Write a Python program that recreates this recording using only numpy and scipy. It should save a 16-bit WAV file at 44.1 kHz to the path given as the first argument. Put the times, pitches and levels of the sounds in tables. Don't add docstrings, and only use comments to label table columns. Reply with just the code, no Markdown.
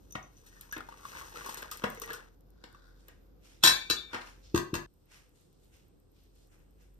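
import sys
import numpy as np
from scipy import signal
from scipy.fft import rfft, irfft
from scipy.io import wavfile
from scipy.ndimage import uniform_filter1d

SR = 44100
rng = np.random.default_rng(int(sys.argv[2]) if len(sys.argv) > 2 else 0)


def to_wav(s):
    ch = np.atleast_2d(s).T
    pcm = np.round(np.clip(ch, -1, 1) * 32767)
    wavfile.write(sys.argv[1], SR, pcm.astype(np.int16))


N = 308250
T = np.arange(N) / SR
CUT_S = 4.864


def undb(db):
    return 10 ** (np.asarray(db) / 20)


def level(x, db=0):
    return x * undb(db) / np.sqrt(np.mean(x ** 2))


def curve(table, index):
    rows = np.array(table, float)
    return np.interp(T, rows[:, 0], rows[:, index])


def colour(x, points):
    p = np.array(points, float)
    f = np.fft.rfftfreq(x.shape[-1], 1 / SR) + 1
    gain_db = np.interp(np.log(f), np.log(p[:, 0]), p[:, 1])
    return irfft(rfft(x) * undb(gain_db), x.shape[-1])


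def band(x, hz, width_hz):
    return signal.lfilter(*signal.iirpeak(hz, hz / width_hz, SR), x)


def dull(x, hz, order=2):
    return signal.lfilter(*signal.butter(order, np.clip(hz, 50, 18000), fs=SR), x)


def fade(t60, length_s):
    return np.exp(-np.log(1000) * np.arange(int(length_s * SR)) / SR / max(t60, 1e-3))


def swell(s, hold_s, rise_db_per_s, fall_db_per_s):
    before_s = np.clip(s - T, 0, None)
    after_s = np.clip(T - s - hold_s, 0, None)
    return undb(-rise_db_per_s * before_s - fall_db_per_s * after_s)


def walk(rate_hz):
    k = int(SR / rate_hz)
    steps = np.repeat(rng.standard_normal(N // k + 1), k)
    return 1.2 * uniform_filter1d(steps, k)[:N]


def grains(rate_hz, spread_db):
    hits = rng.random(N) < rate_hz / SR
    return hits * rng.standard_normal(N) * undb(spread_db * rng.exponential(size=N))


def tone(hz, t60, glide=0):
    t = np.arange(int(.2 * SR)) / SR
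    return np.sin(2 * np.pi * hz * (t + glide * t ** 2)) * fade(t60, .2)


def ring(modes, scatter_db):
    t = np.arange(SR // 2) / SR
    chance = rng.standard_normal((len(modes), 2))
    out = 0
    for (hz, db, t60), (weight, detune) in zip(modes, chance):
        pair = np.sin(2 * np.pi * hz * t) + 0.75 * np.sin(2 * np.pi * hz * (1 + 0.0087 * detune) * t)
        out = out + undb(db + scatter_db * weight) * fade(t60, .5) * pair
    return out


def add(out, s, sound, db):
    i = int(s * SR)
    out[i:i + len(sound)] += (sound * undb(db) / np.abs(sound).max())[:N - i]


def room_tone():
    # (frequency [Hz], relative density [dB per Hz])
    air_spectrum = [(38, -31.5), (65, 0), (207, -9), (243, -14.5), (273, -8.5), (396, -13), (511, -13),
                    (629, -24), (740, -22.5), (891, -26.5), (1380, -31.5), (2200, -42.5), (9030, -45),
                    (13400, -32), (16500, -54.5)]
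    hum_hz, waver_hz, hum_db, air_db = 45.4, 4, -59.5, -63.5
    hum_dip_db, hum_swell_db_per_s = -11, 4.5
    air_dip_db, air_after_db, air_return_s = -4, -2, 0.73
    since_s, after = np.clip(T - CUT_S, 0, None), T > CUT_S

    flicker = undb(2.0 * walk(20) - 3.0)
    hum_phase = 2 * np.pi * np.cumsum(hum_hz + waver_hz * walk(8.8)) / SR
    hum_level_db = hum_db + after * (hum_dip_db + hum_swell_db_per_s * since_s) + 2.0 * walk(5)
    hum = np.sqrt(2) * np.sin(hum_phase) * undb(hum_level_db)

    mid, side = colour(rng.standard_normal((2, N)), air_spectrum)
    mid, side = (dull(v, 7000) + (v - dull(v, 7000)) * flicker for v in (mid, side))
    side = side - 0.63 * dull(side, 200, order=1)
    air = np.array([mid + side, mid - side]) * undb(air_db) / np.std(mid)
    air_change_db = after * (air_after_db + air_dip_db * np.exp(-since_s / air_return_s))
    return hum + air * undb(air_change_db + .8 * walk(5))


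def ticking():
    start_s, period_s, tick_hz, tick_db = 4.939, .11794, 12300, -59
    hiss_hz, hiss_db = 8330, -86
    out, times = np.zeros(N), np.arange(start_s, T[-1], period_s)
    for s, noise in zip(times, rng.standard_normal((len(times), 400))):
        add(out, s, band(noise * fade(0.01, 400 / SR), tick_hz, 1600), tick_db)
    hiss = np.array([level(band(v, hiss_hz, 700), hiss_db) for v in rng.standard_normal((2, N))])
    return out + hiss * (T > CUT_S)


def rustle():
    # (full level at [s], body [dB], body centre [Hz], crisp top minus body [dB], hold [s])
    moves = [(2.998, -72.5, 5040, -3, 0.0079), (3.086, -68, 2450, -6, 0.004),
             (3.45, -64.5, 2930, -3, 0.078), (4.14, -46, 1507, -13, .01), (4.27, -58.5, 2515, -5.5, 0.0077),
             (4.447, -62, 4500, -18, 0.017), (5.119, -61, 2400, -4, 0.051), (5.36, -72, 5484, -1.5, .06),
             (5.527, -83, 5010, -3, .01), (5.633, -74, 6000, 0.5, .01), (5.739, -67, 2970, -4, 0.019),
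             (6.165, -76, 3500, -7, .08), (6.365, -72.5, 6000, -3, 0.066),
             (6.525, -69.5, 2204, -3.5, 0.015), (6.812, -72, 2500, -2, 0.015)]
    # (frequency [Hz], relative density [dB per Hz])
    cloth = [(350, -4), (600, 4.5), (1400, -6), (3000, -8), (5440, -5), (8600, -13.5), (10600, -10.5),
             (14600, -24.5), (16500, -44.5)]
    bed_db, rise_db_per_s, fall_db_per_s = -85, 500, 129.5
    width_ratio = 1.3

    fibres = np.array([colour(level(grains(5000, 1.6)) + 0.61 * rng.standard_normal(N), cloth)
                       for _ in range(2)])
    fibres = fibres + 0.22 * fibres[::-1]
    body = level(dull(fibres, 7500, order=4))
    crisp = level(fibres - dull(fibres, 9800))
    out = undb(bed_db + 1.5 * walk(7.6)) * level(band(body, 3500, 5000))
    for s, db, hz, crisp_db, hold_s in moves:
        moving = undb(db) * swell(s, hold_s, rise_db_per_s, fall_db_per_s)
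        tinted = band(band(body, hz, width_ratio * hz), hz, width_ratio * hz)
        out = out + moving * (level(tinted) + undb(crisp_db) * crisp)
    return out


def thuds():
    # (time [s], peak before high-pass [dB], contact scale [s])
    landings = [(3.638, -24.5, 0.0018), (3.903, -30, 0.0014), (4.541, -11.5, 0.0018), (4.728, -19, 0.0024)]
    # (frequency [Hz], level [dB], t60 [s])
    table_modes = [(84, -23, 0.12), (122.3, -22, 0.22), (168.8, -15, .08), (270.2, -5, 0.016),
                   (350.2, 0, 0.13), (363.5, -1, .06), (500, -12, 0.035)]
    out = np.zeros(N)
    for s, db, contact_s in landings:
        push = np.exp(-.5 * ((np.arange(400) / SR - 1.8 * contact_s) / (0.27 * contact_s)) ** 2)
        add(out, s, signal.fftconvolve(push, ring(table_modes, scatter_db=1.5)), db)
    return signal.lfilter(*signal.butter(2, 85, "high", fs=SR), out)


def slosh():
    # (frequency [Hz], width [Hz], level [dB])
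    belly_modes = [(1489, 130, 3.5), (1130, 250, -6.5), (3600, 750, -10.5), (4500, 140, -10.5),
                   (6070, 200, -33.5)]
    wash = level(grains(1200, 1.8))
    belly = level(sum(undb(db) * band(wash, hz, w) for hz, w, db in belly_modes), -69)
    return belly * swell(2.644, hold_s=.2, rise_db_per_s=140, fall_db_per_s=43.5)


def glugs():
    # (time [s], peak [dB])
    events = [(1.36, -47), (1.976, -44.5), (2.022, -38.5), (2.11, -39), (2.142, -43)]
    out = np.zeros(N)
    for s, db in events:
        add(out, s, tone(450, t60=.07), db)
    return out


def lid():
    # (time [s], peak [dB])
    tinkles = [(0.1094, -46), (0.1247, -41), (0.2283, -48), (0.369, -54.5), (0.474, -57), (0.713, -43),
               (0.7257, -42), (0.979, -60), (1.9794, -48), (2.019, -37)]
    # (frequency [Hz], level [dB], t60 [s])
    lid_modes = [(6050, 11, 0.071), (5900, -23, .07), (6380, -11, 0.033), (3620, -17, 0.15)]
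    out = np.zeros(N)
    for s, db in tinkles:
        add(out, s, ring(lid_modes, scatter_db=4), db)
    return out


def knocks():
    # (time [s], body peak [dB], body centre [Hz], body t60 [s])
    blows = [(0.152, -29.5, 1210, 0.025), (.764, -32.5, 1120, 0.027), (0.78, -38.5, 1250, 0.024),
             (1.819, -43, 980, 0.017), (1.838, -21, 1070, 0.02), (2.639, -43, 1870, 0.01),
             (3.082, -48.5, 1380, 0.054), (4.130, -32.5, 1200, 0.099), (4.142, -26.5, 1160, 0.094),
             (4.21, -46, 1318, 0.12), (4.27, -50.5, 1500, 0.091)]
    boom_db, boom_loss_db_per_s = 6.5, 228
    crack_db, crack_gain_db_per_s, crack_db_per_octave = -27.5, 219.5, 22.5
    out, rise = np.zeros(N), 1 - fade(0.023, .2)
    for (s, db, hz, t60), noise in zip(blows, rng.standard_normal((len(blows), SR // 5))):
        grit = noise * np.abs(noise) * rise
        body = dull(band(grit * fade(t60, .2), hz, 1.5 * hz), 2.6 * hz)
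        boom = band(grit * fade(1.26 * t60, .2), 315, 425)
        crack = dull(grit * fade(0.45 * t60, .2), 5000)
        crack_offset_db = crack_db + crack_gain_db_per_s * t60 + crack_db_per_octave * np.log2(hz / 1000)
        add(out, s, body, db)
        add(out, s, boom, db + boom_db - boom_loss_db_per_s * t60)
        add(out, s, crack, db + crack_offset_db)
    return out


def clinks(events, modes, rattle_t60_s, bare_hz, bare_db, harder=0):
    out = np.zeros(N)
    for s, db, sustain in events:
        chatter = rng.standard_normal(SR // 10) ** 3 * fade(rattle_t60_s, .1)
        chatter[0] = 10.0
        body = ring([(hz, g, t60 * sustain) for hz, g, t60 in modes], scatter_db=1.5)
        add(out, s, signal.fftconvolve(chatter, body)[:SR // 2], db)
        add(out, s, band(chatter, bare_hz, 1.2 * bare_hz), (1 + harder) * db + bare_db)
    return out


def metal_clatter():
    # (time [s], peak [dB], ring length factor)
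    pot_blows = [(3.628, -28, .4), (3.637, -5.5, 0.94), (3.650, -9.5, 1), (3.662, -9.5, 0.4),
                 (3.674, -8, 0.59), (3.690, -17.5, 0.26), (3.722, -20.5, 1), (3.900, -14, 0.49),
                 (3.910, -16.5, 0.38)]
    # (frequency [Hz], level [dB], t60 before length factor [s])
    pot_modes = [(1055, -21, 0.3), (1567, -11, 0.15), (1660, -7, 0.086), (1650, -9.5, 0.07),
                 (1780, -6.5, 0.2), (2348, -10.5, .15), (2665, -10.5, 0.19), (3340, -13.5, 0.074),
                 (3965, 2.5, 0.28), (4130, -3.5, 0.13), (4490, -6.5, 0.15), (4600, -9.5, .12),
                 (4560, -9, 0.32), (4700, -9, 0.2), (5130, -12.5, .12), (5490, -8, 0.15), (6230, -11, 0.35),
                 (6540, -12, 0.21), (6990, -11, 0.25), (7200, -9.5, 0.17), (7600, -11, .15),
                 (8690, -12, 0.2), (9050, -11, 0.12), (9300, -22, 0.18), (11300, -11.5, 0.15),
                 (11660, -14, 0.2), (12190, -12.5, 0.16), (12835, -13.5, 0.16), (13800, -17.5, .08)]
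    # (time [s], peak [dB], ring length factor)
    nudges = [(3.722, -25.5, 1.1), (3.968, -33.5, 0.86)]
    # (frequency [Hz], level [dB], t60 before length factor [s])
    glass_modes = [(2330, -4, 0.76), (3480, -6, .45), (3640, -3, .55), (4300, -9.5, .25)]
    hand_s, hand_t60_s = 4.12, .05
    stilled = undb(-60 * np.clip(T - hand_s, 0, 1) / hand_t60_s)
    metal = clinks(pot_blows, pot_modes, 0.026, 3500, 8.0, harder=0.75)
    glass = clinks(nudges, glass_modes, 0.011, 3500, -21.0)
    return (metal + glass) * stilled


def dish_jumps():
    # (time [s], peak [dB], ring length factor)
    jumps = [(4.546, -21, 0.34), (4.559, -22, 0.75), (4.576, -19, 0.37), (4.741, -24, 0.18),
             (4.752, -26, 0.53)]
    # (frequency [Hz], level [dB], t60 before length factor [s])
    dish_modes = [(1040, -13, 0.084), (1141.4, -0.5, 0.068), (1250, -1.5, 0.044), (1603, -4.5, 0.053),
                  (1740, 0.5, 0.027), (1994, -4, 0.047), (2740, -8, .08), (3600, -16, 0.052),
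                  (4476, -11.5, 0.13), (4950, -19, 0.1), (6400, -6, 0.079), (8270, -13.5, 0.062),
                  (12170, -8, 0.043), (14600, -13, 0.14)]
    return clinks(jumps, dish_modes, 0.04, 1950, 2.9)


def trickle():
    # (time [s], splash level [dB], spray level [dB])
    stream = [(0.0, -90, -74.5), (0.31, -85, -72), (0.55, -73, -65), (0.95, -64.5, -68), (1.05, -60, -53.5),
              (1.18, -51.5, -52.5), (1.27, -60.5, -59), (1.47, -48, -51.5), (1.69, -58, -63),
              (1.82, -59, -59.5), (2.04, -63, -66.5), (2.09, -48, -70), (2.26, -66, -73),
              (2.35, -90, -78.5)]
    # (frequency [Hz], width [Hz], level [dB])
    cup_modes = [(1054, 120, 6), (1730, 370, 13), (447, 320, 12.5), (5560, 170, -23)]
    end_s = stream[-1][0]

    drops = level(grains(1500, 2.5)) * undb(2.5 * walk(30))
    resonant = sum(undb(db) * band(drops, hz, w) for hz, w, db in cup_modes)
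    splash = level(resonant + undb(1.5) * band(drops, 1200, 2500))

    bubbles = np.zeros(N)
    for when, size, pitch in rng.random((700, 3)):
        add(bubbles, end_s * when, tone(800 * 2.9 ** pitch ** 1.4, 0.016, glide=5.0), 13 * size)
    bubbles /= np.std(bubbles[T < end_s])

    spray = band(level(grains(5000, 1.3)), 3900, 13000) * undb(2.0 * walk(30.4))
    spray = spray + undb(8.5) * band(spray, 6060, 160)
    wet = undb(curve(stream, 1)) * (splash + undb(2.0) * bubbles)
    return (wet + undb(curve(stream, 2)) * level(spray)) * (T < end_s)


def gurgles():
    # (time [s], peak of tone and breath [dB], starting pitch [Hz], tone t60 [s])
    events = [(0.464, -56.5, 1780, 0.091), (0.528, -51.5, 1850, .05), (0.565, -52.5, 1750, .14),
              (0.631, -51, 1730, .08), (0.726, -30.5, 1632, 0.11), (0.806, -32, 1344, 0.023),
              (0.888, -35, 890, .04), (0.924, -39.5, 1126, 0.031), (1.052, -33, 1100, 0.043),
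              (1.212, -37, 1080, .09), (1.358, -38.5, 1295, 0.076), (1.413, -38, 1120, 0.049),
              (1.462, -32, 1084, 0.09), (1.493, -32.5, 940, 0.035), (1.546, -38, 1750, 0.055),
              (1.572, -39, 1063, 0.028), (1.624, -34.5, 1580, .04), (1.717, -36, 1210, 0.085),
              (1.973, -40, 2100, .04), (2.018, -36, 1114, 0.044), (2.037, -33.5, 1864, .045),
              (2.104, -30, 1677, .06), (2.136, -36.5, 1424, 0.12), (2.747, -45, 1137, 0.047)]
    out = np.zeros(N)
    for (s, db, hz, t60), noise in zip(events, rng.standard_normal((len(events), int(.2 * SR)))):
        breath = band(noise, hz, 600) * fade(1.5 * t60, .2)
        add(out, s, tone(hz, t60, glide=1.5) + 1.5 * breath, db)
        add(out, s, band(noise, 5200, 10500) * fade(0.45 * t60, .2), db - 26)
    return out


def spits():
    # (time [s], burst peak [dB], hissing tail minus burst peak [dB])
    events = [(0.1062, -50, -30), (0.1236, -37.5, -33), (0.465, -53.5, 4.5), (0.611, -30.5, -14.5),
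              (0.725, -24, -26), (0.78, -34, -27), (1.358, -46.5, 5.5), (1.462, -32.5, -6), (1.492, -39, 4),
              (1.5445, -26, -32), (1.572, -41, 8), (1.622, -32.5, -20.5), (1.714, -28, -1),
              (1.7725, -29.5, -15), (1.9015, -31.5, -18.5), (1.949, -34.5, -25), (1.9994, -26, -32),
              (2.0179, -27.5, -7), (2.0602, -35.5, -25), (2.1036, -38, -15), (2.1319, -32, -1),
              (2.4086, -52, -28), (2.5046, -51, -29.5), (2.7275, -49, -29), (3.0835, -39.5, -26)]
    out = np.zeros(N)
    for (s, db, tail_db), noise in zip(events, rng.standard_normal((len(events), SR // 5))):
        add(out, s, band(noise, 3500, 10500) * fade(0.15, .2), db + tail_db)
        add(out, s, band(noise, 12100, 2700) * fade(0.0043, .2), db)
    return out


def room(x):
    t60_low_s, t60_high_s, room_db = 0.34, 0.22, -4.5
    mid, side = rng.standard_normal((2, int(.7 * SR)))
    side = side - dull(side, 500, order=1)
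    noise = np.array([mid + side, mid - side])
    low = dull(noise, 2200, order=1)
    tail = low * fade(t60_low_s, .7) + 0.69 * (noise - low) * fade(t60_high_s, .7)
    delayed = np.pad(tail, ((0, 0), (int(.004 * SR), 0)))
    response = delayed / np.sqrt(np.sum(tail ** 2) / 2)
    return undb(room_db) * signal.fftconvolve(x[None], response, axes=1)[:, :N]


def scene():
    # (frequency [Hz], left minus right [dB])
    left_lean = [(100, 4.5), (600, 0.5), (1100, 4.5), (2200, 2), (4500, 6.5), (7000, 4), (10000, 0)]
    close_db = -8
    gap_s = 0.004
    table = slosh() + glugs() + lid() + knocks() + metal_clatter() + dish_jumps() + thuds()
    cup = trickle() + gurgles() + spits()
    left, right = table + cup + room(table + undb(close_db) * cup)
    near = np.array([colour(left, [(hz, db / 2) for hz, db in left_lean]),
                     colour(right, [(hz, -db / 2) for hz, db in left_lean])])
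    heard = near * (T < CUT_S) + rustle() + room_tone() + ticking()
    gap_gain = np.clip(np.abs(T - CUT_S - gap_s / 2) / (gap_s / 2) - 1, 0, 1)
    return heard * gap_gain


def record(dry):
    # (frequency [Hz], phase [rad])
    right_turn = [(0, 0), (430, 0.1), (800, -4), (1400, -6.0)]
    shared_hz, in_phase_hz, turn_hz = 10000, 13300, 5500
    f = np.fft.rfftfreq(N, 1 / SR)
    left, right = rfft(dry)
    nodes_hz = np.arange(1400, SR / 2, 250)
    steps_rad = np.cumsum(1.76 * rng.standard_normal(len(nodes_hz))) * (nodes_hz > nodes_hz[0])
    turn_rad = np.interp(f, *np.transpose(right_turn)) + np.interp(f, nodes_hz, steps_rad, left=0)
    shared = np.clip((f - shared_hz) / 600 + .5, 0, 1)
    own_part = (1 - shared) * right * np.exp(1j * turn_rad)
    shared_part = shared * left * np.exp(2j * np.pi * (f - in_phase_hz) / turn_hz)
    x = irfft(np.array([left, own_part + shared_part]), N)
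    x = signal.sosfilt(signal.butter(6, 37, "high", fs=SR, output="sos"), x)
    x = dull(np.tanh(1.1 * x) / 1.1, 14500)
    return signal.sosfilt(signal.ellip(14, .2, 90, 16600, fs=SR, output="sos"), x)


dry = scene()
out = record(dry)
to_wav(out)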